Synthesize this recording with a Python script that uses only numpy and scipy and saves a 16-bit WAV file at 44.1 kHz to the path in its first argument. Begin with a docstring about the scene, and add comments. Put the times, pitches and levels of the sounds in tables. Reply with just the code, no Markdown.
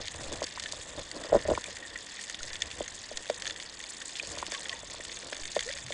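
"""Underwater, with the microphone in a closed housing on a speargun as a diver hauls in a speared fish.
Snapping shrimp, clicks with a fizz of noise, crackle near and far over the shaped-noise hiss of the sea.
The line and hands knock and rub on the housing, setting its modes ringing; flow past it rumbles as
low noise, and its flexing gives slow pressure pulses. Small bubbles slip out as sliding sines, and
trapped air pockets ping as decaying sines."""
import sys
import numpy as np
from scipy import signal
from scipy.fft import rfft, irfft
from scipy.io import wavfile

SR = 44100
rng = np.random.default_rng(int(sys.argv[2]) if len(sys.argv) > 2 else 0)


def master(y):
    """Save y as 16-bit WAV."""
    cut = np.clip(np.atleast_2d(y).T, -1, 1)
    pcm = np.round(cut * 32767)  # scale
    wavfile.write(sys.argv[1], SR, pcm.astype(np.int16))


N = 261513

# resonances by which the housing lets in the water's sound: (frequency [Hz], width [Hz], gain [dB])
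WALL_MODES = [(1832, 102, -2.5), (2485, 376, -0.5), (3534, 152, 5), (4633, 537, 3), (6480, 207, 1),
              (7850, 860, 4)]
# knocks on the housing: (time [s], level [dB], hard ring re level [dB], thud re level [dB])
KNOCKS = [(0.145, -40.5, -3, -18), (0.263, -36, -10, -23), (0.311, -37, -23, -7), (0.32, -34, -6, -14),
          (0.328, -38.5, -17, -0.5), (0.418, -23, -9.5, -22), (0.434, -37.5, -2, -6), (0.574, -48, 15, -15),
          (0.732, -35, -6.5, -15), (0.98, -33, -25, -18), (1.163, -36.5, -7, -4), (1.215, -37, -14, -20),
          (1.245, -35, -8, -24), (1.297, -33, -10, -18), (1.321, -19.5, -18, -17), (1.327, -8, -41, -28),
          (1.339, -32, -1, -9), (1.345, -9.5, -38, -23), (1.35, -13, -12.5, -15),
          (1.359, -13.5, -31, -12.5), (1.368, -25, -9, -26), (1.451, -28, -23, -27), (1.456, -31, -16, -20),
          (1.462, -38, -20, -23), (1.482, -23, -23, -15), (1.487, -17.5, -25, -13), (1.494, -29, -17, -11),
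          (1.5, -17.5, -16, -25), (1.509, -20, -12, -6.5), (1.517, -13.5, -36, -31), (1.525, -30, -23, -12),
          (1.534, -29, -5, -13), (1.553, -38, -9, -12), (1.575, -30.5, 7, -9.5), (1.681, -36, -30, -13),
          (2.441, -41, -26, -25), (2.805, -22, -18, -15.5), (3.113, -31, -34, -20),
          (3.298, -16.5, -20, -27), (4.23, -36.5, -17, -15), (4.372, -36.5, -1, -21), (4.426, -34, 8, -14),
          (4.48, -42, -4, -6), (4.521, -34.5, -6, -15), (4.831, -37.5, -14, -16), (4.943, -40, 0.5, -22),
          (4.997, -38, -12, -14), (5.324, -30.5, -13, -20), (5.564, -15.5, -16, -24),
          (5.577, -40, -25, -25), (5.904, -29, -17, -30)]
# housing modes: air space, hard ring, thud, upper ring, lingering tail, deep thud:
# (frequency [Hz], knock gain [dB], 60 dB decay of the first ring [s])
HOUSING = [(572.3, 3.5, 0.018), (1000, 5.5, 0.013), (322, 13, 0.012), (1434, -9, 0.03),
           (493.4, -13.5, 0.081), (200, 2.5, 0.022)]


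def from_db(db):
    """Decibels to an amplitude factor."""
    return 10 ** (np.asarray(db) / 20)


def rms_one(x):
    """Scale to an rms of 1."""
    return x / np.sqrt(np.mean(x ** 2) + 1e-20)


def in_time(rows):
    """Draw each column of a table as straight lines over time."""
    s, *columns = np.transpose(rows)
    return [np.interp(np.arange(N) / SR, s, column) for column in columns]


def clicks(s, db):
    """One impulse per event, over a floor far below hearing."""
    out = np.full(N, 1e-18)
    np.add.at(out, np.minimum((np.asarray(s) * SR).astype(int), N - 1), from_db(db))
    return out


def smooth(x, seconds):
    """One-pole decay; a unit click jumps to 1."""
    return signal.lfilter([1], [1, -np.exp(-1 / (seconds * SR))], x)


def swell(x, rise_s, fall_s):
    """Envelope that rises and falls after each click; a unit click peaks at 1."""
    unit_click = np.eye(1, 4000)[0]
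    top = smooth(smooth(unit_click, rise_s), fall_s).max()
    return smooth(smooth(x, rise_s), fall_s) / top


def ring(x, hz, t60):
    """A unit click sets a sine ringing from height 1, down 60 dB after t60 seconds."""
    r = from_db(-60 / (t60 * SR))
    w = 2 * np.pi * hz / SR
    return signal.lfilter([0, np.sin(w)], [1, -2 * r * np.cos(w), r * r], x)


def resonance(x, hz, width_hz):
    """Two-pole resonance passing its own frequency at about unit gain."""
    r = np.exp(-np.pi * width_hz / SR)
    feed = np.array([1, 0, -1]) * (1 - r * r) / 2
    return signal.lfilter(feed, [1, -2 * r * np.cos(2 * np.pi * hz / SR), r * r], x)


def band(x, low_hz, high_hz):
    """Keep the sound between two frequencies."""
    return signal.sosfilt(signal.butter(2, [low_hz, high_hz], "band", fs=SR, output="sos"), x)


def coloured_noise(spectrum):
    """Steady noise of the given spectrum, rms 1."""
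    hz, level_db = np.transpose(spectrum)
    grid = np.maximum(np.fft.rfftfreq(N, 1 / SR), 1)
    gain = from_db(np.interp(np.log(grid), np.log(hz), level_db))
    return rms_one(irfft(rfft(rng.standard_normal(N)) * gain, N))


def waver():
    """Slow random drift of rms 1: white noise smoothed twice."""
    waver_s = 0.018
    return rms_one(smooth(smooth(rng.standard_normal(N), waver_s), waver_s))


def sea_hiss():
    """The steady hiss of the sea: noise with the broad slope that the housing lets in."""
    # spectrum inside the housing: (frequency [Hz], relative level per hertz [dB])
    wall_slope = [(88, -39.5), (150, 4), (570, 0.5), (1110, 2.5), (1300, -2.5), (1850, 3), (2090, -2.5),
                  (2580, -1), (3480, 4), (3940, -5), (4620, -7), (5800, -11.5), (6680, -33.5), (7680, -3),
                  (10000, -14), (13000, -49), (22000, -120)]
    return from_db(-51.5) * coloured_noise(wall_slope)


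def far_snaps(per_s, colour_db):
    """Random faint snaps; each reaches only some wall resonances, with a strength of its own; rms 1."""
    born = rng.random(N) < per_s / SR
    out = 0
    for hz, width, db in WALL_MODES:
        reaches = born & (rng.random(N) < .22)
        chance = np.clip(rng.standard_normal(N), -3, 1.8)
        strength = reaches * from_db(colour_db * chance) + 1e-18
        burst = rng.standard_normal(N) * swell(strength, 0.0002, 0.0027)
        out = out + from_db(db) * band(burst, hz - 1.36 * width, hz + 1.48 * width)
    return rms_one(out)


def singing(level_db):
    """Many faint snaps, as random taps, keep the lowest wall resonance sounding."""
    hz, width, _ = WALL_MODES[0]
    taps_per_s = 500
    taps = (rng.random(N) < taps_per_s / SR) * rng.standard_normal(N) + 1e-18
    sung = resonance(resonance(taps, hz, 3.2 * width), hz, 3.2 * width)
    return from_db(level_db - 1.0) * rms_one(sung)


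def far_colony():
    """The distant shrimp: crackle and singing that come and go in strength."""
    # the far colony: (time [s], crackle level before a 10 dB lift [dB], singing level before a 1 dB cut [dB])
    colony = [(0, -53, -52), (1.07, -56, -57.5), (1.37, -54, -47), (2.0, -58, -53), (2.21, -53, -51),
              (2.5, -56.5, -51.5), (3.17, -54, -56), (3.5, -55.5, -53), (3.88, -55.5, -56),
              (4.57, -52.5, -54.5), (5.3, -55, -63), (5.6, -52, -50), (5.93, -55, -65)]
    crackle_db, singing_db = in_time(colony)
    crackle = from_db(crackle_db + 10.0) * far_snaps(per_s=900, colour_db=0.5)
    return crackle + singing(singing_db)


def flow_rumble(level_db, lumps):
    """Water flowing past the housing: low noise that comes in uneven lumps."""
    # rumble spectrum: (frequency [Hz], relative level per hertz [dB])
    rumble_spectrum = [(12, -30.5), (20, 3), (86, 3), (135, -4.5), (200, -11), (260, -38.5), (440, -120)]
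    waver_db = 1.5
    return from_db(level_db + waver_db * lumps) * coloured_noise(rumble_spectrum)


def flexes():
    """The housing flexes and presses or eases the air inside: a quick pressure step that leaks away."""
    # flexes: (time [s], peak level [dB], direction of the step [+1 or -1])
    flex_table = [(.27, -40.5, -1), (2.409, -40.5, 1), (2.505, -44, -1), (3.142, -44, -1),
                  (5.417, -39.5, 1)]
    s, db, direction = np.transpose(flex_table)
    up, down = direction > 0, direction < 0
    steps = clicks(s[up], db[up]) - clicks(s[down], db[down])
    return swell(steps, .005, 0.03)


def bubbles():
    """Slightly rough sines whose pitch slides while the bubble is squeezed free."""
    # bubbles: (start [s], length [s], first pitch [Hz], last pitch [Hz], level before flutter [dB])
    bubble_table = [(4.539, 0.035, 1120, 1110, -42.5), (4.58, .015, 950, 930, -49),
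                    (4.7, 0.042, 1104, 1050, -48), (4.699, 0.04, 727, 640, -51),
                    (4.737, 0.027, 915, 905, -49), (4.783, 0.017, 920, 930, -52),
                    (4.933, 0.021, 1082, 970, -48), (5.655, 0.056, 430, 586, -40),
                    (5.742, 0.032, 535, 590, -49), (5.837, 0.064, 125, 123, -47.5)]
    out = np.zeros(N)
    for s, length, first_hz, last_hz, db in bubble_table:
        u = np.arange(int(length * SR)) / (length * SR)  # 0 to 1 through the bubble
        pitch_hz = first_hz + (last_hz - first_hz) * u
        tone = np.sin(2 * np.pi * np.cumsum(pitch_hz) / SR)
        fade = np.minimum(1, 6 * np.minimum(u, 1 - u))
        start = int(s * SR)
        out[start:start + len(u)] += from_db(db) * fade * tone
    flutter = rms_one(smooth(smooth(rng.standard_normal(N), .002), .002))
    return out * from_db(2.5 * flutter)


def pings():
    """Clear pings of small trapped air pockets: sines with a brief onset and an exponential decay."""
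    # pings: (time [s], level before a 7 dB lift [dB], pitch [Hz], 60 dB decay [s])
    ping_table = [(0.658, -39, 1750, 0.062), (1.549, -38, 2300, 0.026), (1.6586, -37, 2370, 0.023),
                  (1.8257, -40, 1870, 0.065), (1.8505, -39, 1850, 0.035), (1.957, -33.5, 1910, 0.033),
                  (2.1909, -35, 1870, 0.027), (2.406, -41, 1440, 0.028), (4.0142, -43, 1570, 0.03),
                  (4.1974, -24.5, 2500, 0.018), (4.5356, -36, 1740, 0.02), (4.7268, -35.5, 1916, 0.042),
                  (5.6888, -32.5, 1940, 0.028), (5.7037, -38, 2050, 0.02)]
    out = np.zeros(N)
    for s, db, hz, t60 in ping_table:
        start = int(s * SR)
        t = np.arange(min(4000, N - start)) / SR
        decay = from_db(db + 7.0 - 60 * t / t60)
        onset = 1 - np.exp(-t / 0.00053)
        out[start:][:len(t)] += decay * onset * np.sin(2 * np.pi * hz * t)
    return out


def through_wall(x, between_db):
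    """The housing wall favours its resonances and passes a little of all else."""
    modes = 0
    for k, (hz, width, db) in enumerate(WALL_MODES):
        modes = modes + (-1) ** k * from_db(db) * resonance(x, hz, width)  # signs alternate
    return modes + from_db(between_db) * x


def near_snaps():
    """A sharp click followed by a few ms of noise from the collapsing bubble."""
    # loudest near snaps, ahead of the wall:
    # (time [s], level [dB], strongest frequency [Hz], fall to either side [dB per octave])
    snap_table = [(0.0553, -22, 4450, 15), (0.073, -28, 2950, 7), (0.081, -16, 4050, 17),
                  (0.3262, -20.5, 6300, 11), (0.334, -28.5, 3280, 3), (0.4273, -23.5, 4950, 8),
                  (0.4405, -15.5, 5220, 17), (0.4657, -27.5, 3580, 8), (0.5968, -20, 4200, 5),
                  (0.6367, -21, 4190, 9), (0.6588, -16, 2820, 18), (0.7221, -14.5, 6300, 15),
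                  (1.1135, -24.5, 5700, 4), (1.2366, -23, 2940, 10), (1.5, -24, 4230, 8),
                  (1.5503, -27, 3050, 5), (1.6405, -26, 2880, 2.5), (1.7678, -27, 3440, 5),
                  (1.9585, -26, 2220, 16), (2.1918, -25, 2530, 21), (2.2973, -17.5, 4280, 8),
                  (2.3444, -20, 2920, 13), (2.4304, -18, 6100, 9), (2.5308, -12, 4070, 18.5),
                  (2.5551, -15, 3400, 18), (2.6194, -11.5, 3800, 7.5), (2.7125, -23, 3030, 16),
                  (2.8158, -23, 3060, 18), (2.8786, -28.5, 3890, -1.5), (3.1717, -15, 4570, 11.5),
                  (3.2977, -22, 2820, 7), (3.4209, -15.5, 3650, 14.5), (3.4546, -23, 2770, 7),
                  (3.4668, -23, 3000, 3), (3.4753, -15, 4060, 14), (3.4973, -22, 3800, 7),
                  (3.5068, -18, 3630, 10), (3.5992, -22.5, 3930, 9.5), (3.624, -23, 3970, 14),
                  (3.8012, -32, 3240, -2), (3.8384, -28, 3640, 2), (4.0161, -18.5, 3430, 23),
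                  (4.0928, -26, 4170, 9), (4.1539, -18, 3090, 26), (4.1677, -23.5, 4140, 10),
                  (4.1976, -23, 2800, 10), (4.2263, -24, 5970, 16), (4.3161, -26, 3550, 11),
                  (4.3847, -23.5, 4870, 5), (4.4266, -28.5, 2630, 6), (4.465, -18.5, 3490, 11),
                  (4.5192, -16, 3800, 11), (4.5392, -24, 2200, 14), (4.5476, -18.5, 2850, 7),
                  (4.5553, -31, 3570, 8), (4.605, -28.5, 4590, 5), (4.6556, -20.5, 2120, 20),
                  (4.6937, -9, 3670, 23), (4.729, -29, 2180, 15), (5.0495, -25, 3400, 10.5),
                  (5.1167, -26.5, 3850, 7), (5.1697, -25.5, 3200, 4.5), (5.3283, -19, 2400, 12),
                  (5.366, -26.5, 4490, 3), (5.4336, -28, 3900, 4.5), (5.4538, -27.5, 4580, 3),
                  (5.5601, -25, 3180, 7), (5.5676, -28, 2790, 4), (5.5913, -13, 3120, 13.5),
                  (5.6061, -21.5, 3160, 2.5), (5.6251, -20, 3380, 16), (5.6783, -25.5, 5480, 6),
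                  (5.6893, -25, 2260, 17), (5.7045, -23.5, 2310, 12), (5.7351, -19, 3800, 22),
                  (5.7663, -29, 2540, 3), (5.7736, -25.5, 4330, 4), (5.7846, -25, 3770, 7),
                  (5.8632, -22.5, 3860, 11), (5.9217, -20, 2600, 11)]
    # bands of a snap: (low edge [Hz], high edge [Hz], gain [dB], noise decay constant [s])
    snap_parts = [(1495, 2540, 8.5, 0.0034), (2595, 3316, 7.5, 0.0024), (4070, 5950, 4, 0.0021),
                  (5760, 9850, 3, 0.0015)]
    # lesser near snaps come at random times
    stray_per_s, stray_db, stray_spread_db, stray_fall_db = 10, -29, -0.5, 7
    draw = rng.random((int(stray_per_s * N / SR), 3))
    stray = np.transpose([draw[:, 0] * N / SR,
                          stray_db - stray_spread_db * np.log(draw[:, 1] + .05),
                          2000 * 3.5 ** draw[:, 2],  # strongest between 2 and 7 kHz
                          np.full(len(draw), stray_fall_db)])
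    s, db, strongest_hz, fall_db = np.transpose(np.vstack([snap_table, stray]))
    out = 0
    for low_hz, high_hz, gain_db, decay_s in snap_parts:
        octaves_off = np.abs(np.log2(np.sqrt(low_hz * high_hz) / strongest_hz))
        struck = clicks(s, db - fall_db * octaves_off + gain_db)
        fizz = rng.choice([-1, 1], N) * swell(struck, 0.0001, decay_s)
        out = out + band(fizz + from_db(7) * struck, low_hz, high_hz)
    return out


def rubbing(level_db, lumps):
    """Dense uneven slips excite the housing modes; every knock also leaves a short gritty rattle."""
    # how strongly rubbing excites each housing mode, in the order of HOUSING: (gain [dB])
    rub_shares_db = [0.5, -8, 4, -13.5, 3.5, -8]
    slips_per_s, waver_db = 1500, 3
    slips = (rng.random(N) < slips_per_s / SR) * rng.standard_normal(N)
    slips = slips * from_db(2.1 * np.minimum(rng.exponential(1, N), 3))  # some slips stronger
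    body = sum(from_db(db) * resonance(slips, hz, 0.23 * hz)
               for (hz, *_), db in zip(HOUSING, rub_shares_db))
    s, db, *_ = np.transpose(KNOCKS)
    rattle = swell(clicks(s, db - 31.5), 0.0026, 0.0083)
    rub = from_db(level_db + waver_db * lumps - 2.0)
    return (rub + rattle) * rms_one(band(body, 110, 1760))


def knocks():
    """A soft contact: the push swells for a moment, so every mode builds up before it dies."""
    s, db, hard_db, thud_db = np.transpose(KNOCKS)
    shares_db = (0, hard_db, thud_db, hard_db, 0, thud_db)  # one per housing mode
    out = np.zeros(N)
    for (hz, mode_db, t60), share_db in zip(HOUSING, shares_db):
        struck = ring(clicks(s, db + share_db + mode_db), hz, t60)
        for _ in range(3):  # each pass softens the onset
            struck = resonance(struck, hz, 0.79 * hz)
        out += from_db(2.5) * struck
    return out


def scene():
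    """The sea, the shrimp and the handling of the gun, summed at the microphone."""
    # handling: (time [s], rubbing level before a 2 dB cut and waver [dB], flow rumble level before waver [dB])
    handling = [(0, -44.5, -48.5), (0.11, -59, -56), (0.2, -46.5, -50), (0.33, -44, -50.5),
                (0.43, -52, -54), (0.5, -57.5, -59.5), (0.88, -50.5, -55), (1.0, -40.5, -49),
                (1.09, -59, -60), (1.15, -47, -58), (1.17, -43.5, -46), (1.25, -42.5, -60),
                (1.3, -48.5, -60), (1.35, -37, -33.5), (1.42, -48.5, -54), (1.53, -49, -36.5),
                (1.62, -51.5, -58), (1.85, -53, -60), (2.29, -62.5, -65), (2.43, -53, -54),
                (2.82, -55.5, -55), (2.92, -58, -58), (3.48, -55, -61), (4.06, -60, -66.5),
                (4.25, -55, -62), (4.31, -48, -52), (4.66, -54.5, -68), (4.79, -53.5, -53.5),
                (5.04, -58, -59), (5.3, -53, -62), (5.6, -58, -55), (5.93, -56.5, -59)]
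    rub_db, rumble_db = in_time(handling)
    lumps = waver()  # rubbing and rumble swell together
    water = sea_hiss() + far_colony() + through_wall(near_snaps(), between_db=-5.5)
    flow = flow_rumble(rumble_db, lumps) + flexes()
    air = bubbles() + pings()
    contact = rubbing(rub_db, lumps) + knocks()
    return (water + flow + air + contact)[None]


def record(dry):
    """The microphone has a dip in the high treble and is weaker above it, then the top is cut."""
    below = signal.sosfilt(signal.butter(10, 8350, fs=SR, output="sos"), dry)
    above = signal.sosfilt(signal.butter(8, 8900, "high", fs=SR, output="sos"), dry)
    cutoff_hz = 10000
    top_cut = signal.ellip(9, 1, 50, cutoff_hz, fs=SR, output="sos")
    return signal.sosfilt(top_cut, below + from_db(-2) * above)


dry = scene()
out = record(dry)
master(out)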